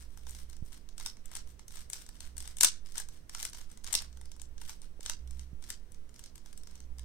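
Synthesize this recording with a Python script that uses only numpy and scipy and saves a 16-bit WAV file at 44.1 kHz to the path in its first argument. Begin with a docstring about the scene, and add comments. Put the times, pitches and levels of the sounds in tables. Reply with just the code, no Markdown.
"""In a small tiled room, a plastic puzzle cube is twisted quickly by hand, close to the microphone.
Its layers rasp as they slide: banded noise roughened by chance grains. The hollow pieces tick, catch
and twice snap into line with a loud clack: noise cracks with short rings, echoed by a decaying noise tail.
A low hum of three wavering partials swells and fades over the room's rumble of filtered noise,
and a few soft bumps, heavily damped sines, reach the microphone."""
import sys
import numpy as np
from scipy import signal
from scipy.io import wavfile

SR = 44100
rng = np.random.default_rng(int(sys.argv[2]) if len(sys.argv) > 2 else 0)


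def master(y):
    """Save y as 16-bit WAV."""
    cut = np.clip(np.atleast_2d(y).T, -1, 1)
    pcm = np.round(cut * 32767)  # scale
    wavfile.write(sys.argv[1], SR, pcm.astype(np.int16))


N = 310464
TIME = np.arange(N) / SR

# pushes on a layer, free-running bright and pressed dull:
# start_s, length_s, level_db (before the rasp trim), tilt_db_per_octave
LAYER_PUSHES = [(0.0, 0.02, -53, 1), (0.1, 0.22, -62.5, 1.5), (0.275, 0.14, -51, 1.5),
                (0.49, 0.044, -64, -1), (0.65, 0.038, -60.5, 4.5), (0.72, 0.041, -53.5, 0.5),
                (0.991, .1, -49.5, 1.3), (1.252, 0.042, -61.5, -3), (1.323, .06, -48, -1),
                (1.479, .025, -60, 3), (1.72, 0.032, -52.5, 3), (1.76, .045, -46.5, 1.2),
                (1.928, .08, -48, 1.5), (2.148, .02, -56.5, 0), (2.225, 0.042, -53, 0),
                (2.39, 0.13, -54, -0.1), (2.633, .025, -37.5, 0), (2.866, .035, -54.5, 0),
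                (2.955, 0.041, -43, -.2), (3.125, 0.051, -59, .5), (3.332, 0.054, -49, .3),
                (3.385, .06, -42.5, 0.8), (3.535, .085, -50, .7), (3.70, 0.018, -58.5, 0),
                (3.86, 0.16, -47, -2), (4.615, 0.045, -52, .9), (4.675, .045, -47.5, .9),
                (4.825, 0.0086, -56.5, 0), (5.043, .05, -47, 1), (5.32, 0.11, -62, 0),
                (5.63, 0.044, -58, .7), (5.69, 0.022, -46, .7), (6.14, 0.13, -64.5, 0),
                (6.46, .04, -59.5, -1), (6.69, .09, -64.5, -1.3)]
GRIP_DB = -72.5   # fingers brush the smooth faces all the time; before the rasp trim


def from_db(db):
    """Decibels to gain."""
    return 10 ** (np.asarray(db) / 20)


def rms_one(x):
    """Scale to unit power."""
    return x / np.sqrt(np.mean(x ** 2) + 1e-20)


def at_hz(points, hz):
    """Read a table on a log-frequency axis."""
    freqs, values = np.transpose(points)
    return np.interp(np.log(hz), np.log(freqs), values)


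def butter(x, hz, kind, order=2):
    """Causal Butterworth filter."""
    return signal.sosfilt(signal.butter(order, hz, kind, fs=SR, output="sos"), x)


def pan(left_db):
    """Gains of the two channels, left_db apart."""
    return from_db(np.array([[left_db], [-left_db]]) / 2)


def drift(rate):
    """Slow chance: straight lines between random points, rate of them per second."""
    knots = rng.standard_normal(int(rate * N / SR) + 2)
    return np.interp(TIME * rate, np.arange(len(knots)), knots)


def add(out, s, sound):
    """Mix a stereo sound in at time s."""
    start = max(round(s * SR), 0)
    out[:, start:start + sound.shape[1]] += sound[:, :N - start]


def noise_bands(size, low_hz):
    """Roughly half-octave bands of stereo noise, most alike left and right in the bass: (Hz, band)."""
    # likeness of the two channels: pitch_hz, correlation (0 to 1)
    likeness = [(30, 1), (200, 0.51), (600, 0), (1500, 0.01), (4000, 0), (16000, 0.32)]
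    edges = np.geomspace(low_hz, 17000, int(2 * np.log2(17000 / low_hz)) + 1)
    white = rng.standard_normal((2, 2, size))
    for k, (low, high) in enumerate(zip(edges, edges[1:])):
        mid, side = butter(white[k % 2], [low, high], "band")
        hz = np.sqrt(low * high)
        alike = np.clip(at_hz(likeness, hz), -1, 1)
        yield hz, np.sqrt(1 + alike) * mid + np.sqrt(1 - alike) * side * [[1], [-1]]


def air(air_db=-67, sway_db=-47, sway_hz=11):
    """Steady room noise, and the deep sway of a hand-held microphone."""
    # colour of the still room: pitch_hz, relative level_db_per_hz
    air_colour = [(20, -9.5), (40, -11.5), (80, -16.5), (130, -20), (210, -22), (300, -26), (420, -27.5),
                  (600, -34), (1000, -38), (2000, -40), (4000, -47), (8000, -57), (16000, -49.5)]
    # its stereo balance: pitch_hz, left_right_db
    air_balance = [(25, -26.5), (100, -3.5), (250, -0.5), (5000, -2), (8500, -11), (16000, -9.5)]
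    noise = 0
    for hz, band in noise_bands(N, 20):
        noise = noise + from_db(at_hz(air_colour, hz)) * pan(at_hz(air_balance, hz)) * band
    # air_db sets the level above the rumble
    noise = noise / np.std(butter(noise.mean(axis=0), 150, "high", order=4))
    sway = rms_one(butter(rng.standard_normal(N), sway_hz, "low", order=3))
    return from_db(air_db) * noise + from_db(sway_db) * sway * pan(-11.5)


def hum(centre_hz=63, hum_db=-1, waver=0.022):
    """A low hum that wavers in pitch as it swells and fades."""
    # swells of the hum: time_s, level_db (before the hum_db trim)
    hum_swells = [(0.0, -49.5), (0.13, -58.5), (0.28, -48), (0.62, -55.5), (1.05, -73), (1.55, -54),
                  (1.66, -72), (1.82, -56), (2.05, -66.5), (2.39, -47), (2.72, -68.5), (3.9, -60.5),
                  (4.16, -48), (4.33, -57.5), (4.52, -52), (4.7, -62), (5.15, -59.5), (5.25, -43),
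                  (5.42, -45), (5.65, -60), (6.6, -66.5), (6.76, -55), (7.04, -43)]
    # partials: multiple of the hum's pitch, relative level_db
    hum_partials = [(1, 9), (2, -13), (3, -16)]
    pitch_hz = centre_hz * (1 + waver * drift(3.5))
    phase = 2 * np.pi * np.cumsum(pitch_hz) / SR
    tone = sum(from_db(db) * np.sin(round(k) * phase) for k, db in hum_partials)
    level_db = np.interp(TIME, *np.transpose(hum_swells)) + hum_db
    return from_db(level_db) * rms_one(tone) * pan(-7.5)


def sliding(attack_s=0.0091, release_s=0.022, grip_tilt_db=1):
    """Level and tilt of the rasp: a layer gathers speed, holds over its travel, then is braked."""
    power, tilted = 0, 0
    for start, length, db, tilt in LAYER_PUSHES:
        early = np.maximum(start - TIME, 0)
        late = np.maximum(TIME - start - length, 0)
        swell = np.exp(-np.minimum(early / attack_s + late / release_s, 20))
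        push = (from_db(db) * swell) ** 2
        power, tilted = power + push, tilted + tilt * push
    grip = from_db(GRIP_DB) ** 2
    # the loudest push or grip decides the tilt, in dB per octave
    return np.sqrt(power), (tilted + grip_tilt_db * grip) / (power + grip)


def rasp(rasp_db=-4.5, judder_db=2.5, left_db=3.0, slips_per_s=520, slip_spread_db=4.0):
    """Sliding plastic sticks and slips in many tiny grains over the smooth hiss of the fingers."""
    # colour of the rasp: pitch_hz, relative level_db_per_hz
    rasp_colour = [(300, -21.5), (600, -7), (900, -0.5), (1600, 3), (2400, 3), (3500, 3), (6000, -2.5),
                   (9000, -2), (12000, 4), (16000, 1)]
    level, tilt = sliding()
    level = level * from_db(judder_db * drift(70))
    slips = rng.random(N) < slips_per_s / SR
    slips = slips * from_db(slip_spread_db * np.minimum(rng.exponential(1, N), 3))
    grains = rms_one(butter(slips + 1e-18, 200, "low", order=1))
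    grit = rms_one(grains + .4)   # a steady part fills in between the grains
    hiss = 0
    for hz, band in noise_bands(N, 300):
        hiss = hiss + from_db(at_hz(rasp_colour, hz) + tilt * np.log2(hz / 5000)) * band
    return from_db(rasp_db) * (level * grit + from_db(GRIP_DB)) * rms_one(hiss) * pan(left_db)


def loose_ticks(count=2, tick_db=-2.5, spread_db=2.5, hollow_db=-6.5, top_db=-1):
    """Loose pieces tick at chance moments of each push: start_s, level_db, hollow_db, top_db."""
    ticks = []
    for start, length, db, _ in LAYER_PUSHES:
        for _ in range(count):
            when = start + length * rng.random()
            level_db = db + tick_db + spread_db * rng.standard_normal()
            ticks.append((when, level_db, hollow_db, top_db))
    return ticks


def knock(crack_s=0.001, rise_s=0.00014, far_crack_s=0.0015, far_rise_s=0.0035, far_db=0,
          scatter_db=-20, scatter_s=0.012, vary_db=3.0, detune=0.05):
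    """One contact: a crack, its scatter between the hands, and a short ring varied for piece size."""
    # rings of hollow plastic damped by the hands, before variation: pitch_hz, level_db, t60_s
    cube_modes = [(915, -19.5, 0.023), (1018, -23, 0.014), (1350, -21, .018), (1626, -17, 0.022),
                  (2140, -21, 0.025), (2900, -26, 0.018), (3736, -25, 0.043), (4620, -17, 0.0084),
                  (5376, -16.5, 0.013), (6290, -15, 0.01), (8100, -16, 0.0034), (8400, -12.5, 0.0041),
                  (9430, -10, 0.0061)]
    t = np.arange(SR // 25) / SR
    near = np.exp(-t / crack_s)
    # the right port faces away
    far = from_db(far_db) * np.exp(-t / far_crack_s) * (1 - np.exp(-t / far_rise_s))
    scatter = from_db(scatter_db) * np.exp(-t / scatter_s)
    sound = rng.standard_normal((2, len(t))) * (np.array([near, far]) + scatter)
    chances = rng.standard_normal((len(cube_modes), 3))
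    for (hz, db, t60), (strength, size, lag) in zip(cube_modes, chances):
        ear_time = t - np.array([[0], [lag * .00007]])
        phase = 2 * np.pi * hz * (1 + detune * size) * ear_time
        decay = from_db(db + vary_db * strength - 60 * t / t60)
        sound += decay * np.sin(phase + rng.uniform(0, 2 * np.pi))
    return sound * (1 - np.exp(-t / rise_s))


def clicks(knock_db=-2, hollow_db=0, top_db=-3.0, slip_db=-17, slip_s=0.0021, across=0.31):
    """A piece scuffs, then lands; where it meets its neighbour sets its share of hollow body and sharp top."""
    # pieces knocking together, all levels before the trims above:
    # start_s, level_db of the onset, hollow_db and top_db (relative to the middle band)
    piece_knocks = [(0.174, -46, -2, 8), (0.268, -45.5, -3, -2), (0.294, -39, -11, 13), (0.308, -42, 3, 37),
                    (0.349, -44, -11, 3.5), (0.498, -45, -11, 9.5), (0.530, -49, -8, 1),
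                    (0.567, -51.5, -9, 5), (0.889, -48.5, -12, 0), (0.980, -40.5, -10.5, 3),
                    (0.999, -39, -7, 2), (1.009, -43.5, -2.5, -15), (1.0609, -28, -12.5, 2.5),
                    (1.169, -53, -4, 1), (1.257, -42.5, -20, 11.5), (1.315, -43.5, -1, 8),
                    (1.3525, -33, -14, 6), (1.3646, -37, -6, 7), (1.3695, -36, -15, 6.5),
                    (1.473, -55.5, -5.5, -1), (1.594, -47, -4.5, 2.5), (1.681, -42.5, -18, 8),
                    (1.7067, -51, -6, 2), (1.900, -33.5, -8, 15), (1.9322, -28.5, -15.5, 6),
                    (2.064, -47, -9, 4), (2.0901, -43.5, -6, 6), (2.205, -38.5, -15.5, 3.5),
                    (2.264, -67, -11, 16), (2.368, -42, -9, 4.5), (2.380, -33, -15, 11.5),
                    (2.404, -38, -16, 5.5), (2.424, -41, -6, 12), (2.456, -47, -7, -3),
                    (2.476, -37.5, -10, 5.5), (2.569, -38, -13, 9.5), (2.585, -36.5, -17, 6),
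                    (2.609, -14, -15.5, 4.5), (2.6247, -25, -18, 10), (2.632, -12.5, -8.5, 11.5),
                    (2.6345, -12, -9, 7.5), (2.646, -10, -11.5, 8.5), (2.6498, -19, -26, 1),
                    (2.860, -49, -15, -2), (2.921, -45, -22, 7), (2.956, -39.5, -4, -2),
                    (2.9803, -27.5, -16, 7), (2.9999, -32, 3.5, 16), (3.087, -43, -10, 6.5),
                    (3.295, -39.5, -6.5, 4.5), (3.3484, -33.5, -5.5, 0.5), (3.400, -35.5, -20, 1),
                    (3.4283, -28, -15, 7), (3.4512, -26.5, -9.5, 8), (3.498, -45, -5, 22),
                    (3.5318, -41.5, -11, 1), (3.548, -44, -7, -16), (3.715, -50, -19, 12),
                    (3.774, -48, -7, 4.5), (3.839, -48, -9, 5), (3.844, -36, -12, 7),
                    (3.866, -41, -25, -11), (3.874, -38, -13, 1), (3.9272, -26, -13.5, 6.5),
                    (3.9301, -23, -18, 15), (3.94, -24.5, -13, 2), (3.9513, -18.5, -20, 4.5),
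                    (3.9522, -20.5, -37, 2), (4.020, -38, -5, 12), (4.128, -55.5, -15, -5),
                    (4.172, -50.5, -6, 3), (4.213, -47, -1.5, 7.5), (4.256, -49.5, -11, 3),
                    (4.317, -45, -14, 3), (4.364, -53, -1, 10), (4.397, -48.5, -11, -2),
                    (4.417, -39.5, -13.5, 7.5), (4.58, -50, -10, -5), (4.616, -45, -1.5, -7),
                    (4.694, -36, -7.5, 2.5), (4.818, -47.5, -15.5, 4), (5.007, -45.5, -10, 2.5),
                    (5.0303, -43.5, -24, 4), (5.061, -31.5, -11.5, -10), (5.0967, -26, -9, 2.5),
                    (5.275, -51, -12, 4.5), (5.309, -46.5, -10, 6.5), (5.394, -44.5, -13, 1.5),
                    (5.625, -49, -7, 2.5), (5.64, -45.5, -11, 0), (5.7027, -29, -10.5, 6.5),
                    (5.920, -47.5, -20, 14), (5.945, -54, -11, 0.5), (6.0927, -56, -6, 2),
                    (6.142, -52.5, -15, 5), (6.161, -51, -12, 0), (6.193, -42.5, -9.5, 7.5),
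                    (6.239, -44, -18, 2), (6.260, -47.5, -12, 0.5), (6.356, -44.5, -10, 8),
                    (6.379, -49, -9, 6), (6.460, -48, -7, 5), (6.529, -48, -6.5, 4),
                    (6.576, -42.5, -14, 11), (6.634, -50.5, -14, 4), (6.672, -46, -9, 2.5),
                    (6.711, -54.5, -12, 3), (6.7545, -49, -18, 3.5), (6.803, -48.5, -12.5, 0),
                    (6.984, -47, -12, 2.5), (6.994, -44.5, -8, 4.5)]
    out = np.zeros((2, N))
    lead = np.arange(-SR // 150, 0) / SR
    for s, db, hollow, top in piece_knocks + loose_ticks():
        scuff = from_db(slip_db) * np.exp(lead / slip_s) * rng.standard_normal((2, len(lead)))
        contact = np.hstack([scuff, knock()])
        body = butter(contact, [650, 2400], "band", order=3)
        middle = butter(contact, [2700, 7200], "band", order=3)
        edge = butter(contact, [7000, 16500], "band", order=3)
        body = body + across * body[::-1]   # long waves reach both ports more alike
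        sound = from_db(hollow + hollow_db) * rms_one(body) + rms_one(middle)
        sound = sound + from_db(top + top_db) * rms_one(edge)
        onset = sound[:, len(lead):len(lead) + SR // 440]
        onset_level = np.sqrt(np.mean(onset ** 2))
        add(out, s + lead[0], sound / onset_level * from_db(db + knock_db))
    return out


def body_thud(knocks, thud_db=-13, low_hz=190, high_hz=800):
    """Knocks also shake the whole cube in the hand: low noise follows their loudness."""
    shake = np.sqrt(np.abs(butter(knocks.mean(axis=0) ** 2, 60, "low", order=1)))
    return from_db(thud_db) * butter(shake * rng.standard_normal(N), [low_hz, high_hz], "band")


def room(x, wet_db=-10.0, first_s=0.0047, build_s=0.0036, left_db=-5.5, lumpy_db=5.5):
    """Reflections build up unevenly from the floor and walls, then die away, the top soonest."""
    # colour of the reverberation: pitch_hz, relative level_db_per_hz
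    room_colour = [(300, -0.5), (1000, 3), (3000, 0.5), (4500, 7.5), (6000, 4.5), (8500, 1.5), (15000, 7.5)]
    # its decay: pitch_hz, t60_s
    room_decay = [(500, 0.1), (1500, 0.27), (4000, 0.21), (9000, 0.19), (15000, 0.07)]
    t = np.arange(SR // 2) / SR
    tail = 0
    for hz, band in noise_bands(len(t), 140):
        tail = tail + band * from_db(at_hz(room_colour, hz) - 60 * t / at_hz(room_decay, hz))
    build = np.clip((t - first_s) / build_s, 0, 1)
    tail = tail * build * from_db(lumpy_db * drift(700)[:len(t)])
    tail = tail / np.sqrt(np.sum(tail ** 2) / 2)
    return from_db(wet_db) * signal.fftconvolve(x, tail, axes=1)[:, :N] * pan(left_db)


def port(x, resonances):
    """A microphone port lifts and hollows parts of the treble with peaking filters."""
    for hz, width, db in resonances:
        w, gain = 2 * np.pi * hz / SR, from_db(db / 2)
        damp = np.tan(np.pi * width / SR)
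        zeros = [1 + damp * gain, -2 * np.cos(w), 1 - damp * gain]
        poles = [1 + damp / gain, -2 * np.cos(w), 1 - damp / gain]
        x = signal.lfilter(zeros, poles, x)
    return x


def bumps(cycles=2.44, rise_s=0.0018):
    """Each bump is a dull, damped swing of the microphone's body that falls 60 dB in a few cycles."""
    # soft bumps: start_s, level_db (before rise and decay), pitch_hz, left_right_db
    soft_bumps = [(0.624, -30, 110, -22.5), (0.628, -45, 280, -12), (4.994, -32, 420, -19),
                  (5.530, -35.5, 126.3, -23.5)]
    out, t = np.zeros((2, N)), np.arange(SR // 10) / SR
    for s, db, hz, left_db in soft_bumps:
        envelope = from_db(db - 60 * t * hz / cycles) * (1 - np.exp(-t / rise_s))
        add(out, s, -pan(left_db) * envelope * np.sin(2 * np.pi * hz * t))
    return out


def scene(lag_samples=2, hiss_db=-78):
    """The cube and its room through two ports, the left slightly later, over the low background."""
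    # resonances of the two microphone ports: pitch_hz, width_hz, gain_db
    left_port = [(2540, 296, -6), (8480, 1970, 10), (11640, 1400, -5), (13400, 800, 9), (15460, 1970, -27)]
    # pitch_hz, width_hz, gain_db
    right_port = [(2560, 2700, -1.5), (6045, 1700, 9.5), (10420, 2800, -10.5), (14310, 5200, -15)]
    knocks = clicks()
    cube = knocks + body_thud(knocks) + rasp()
    left, right = cube + room(cube) + air()
    heard = np.array([port(np.roll(left, lag_samples), left_port), port(right, right_port)])
    hiss = from_db(hiss_db) * rng.standard_normal((2, N))   # the microphones' own even hiss
    return heard + bumps() + hum() + hiss


def record(dry, ceiling=0.66, cutoff_hz=15800):
    """The highest peaks are rounded off and the top is cut steeply."""
    rounded = dry / (1 + (dry / ceiling) ** 6) ** (1 / 6)
    return signal.sosfilt(signal.ellip(10, .1, 80, cutoff_hz, fs=SR, output="sos"), rounded)


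dry = scene()
out = record(dry)
master(out)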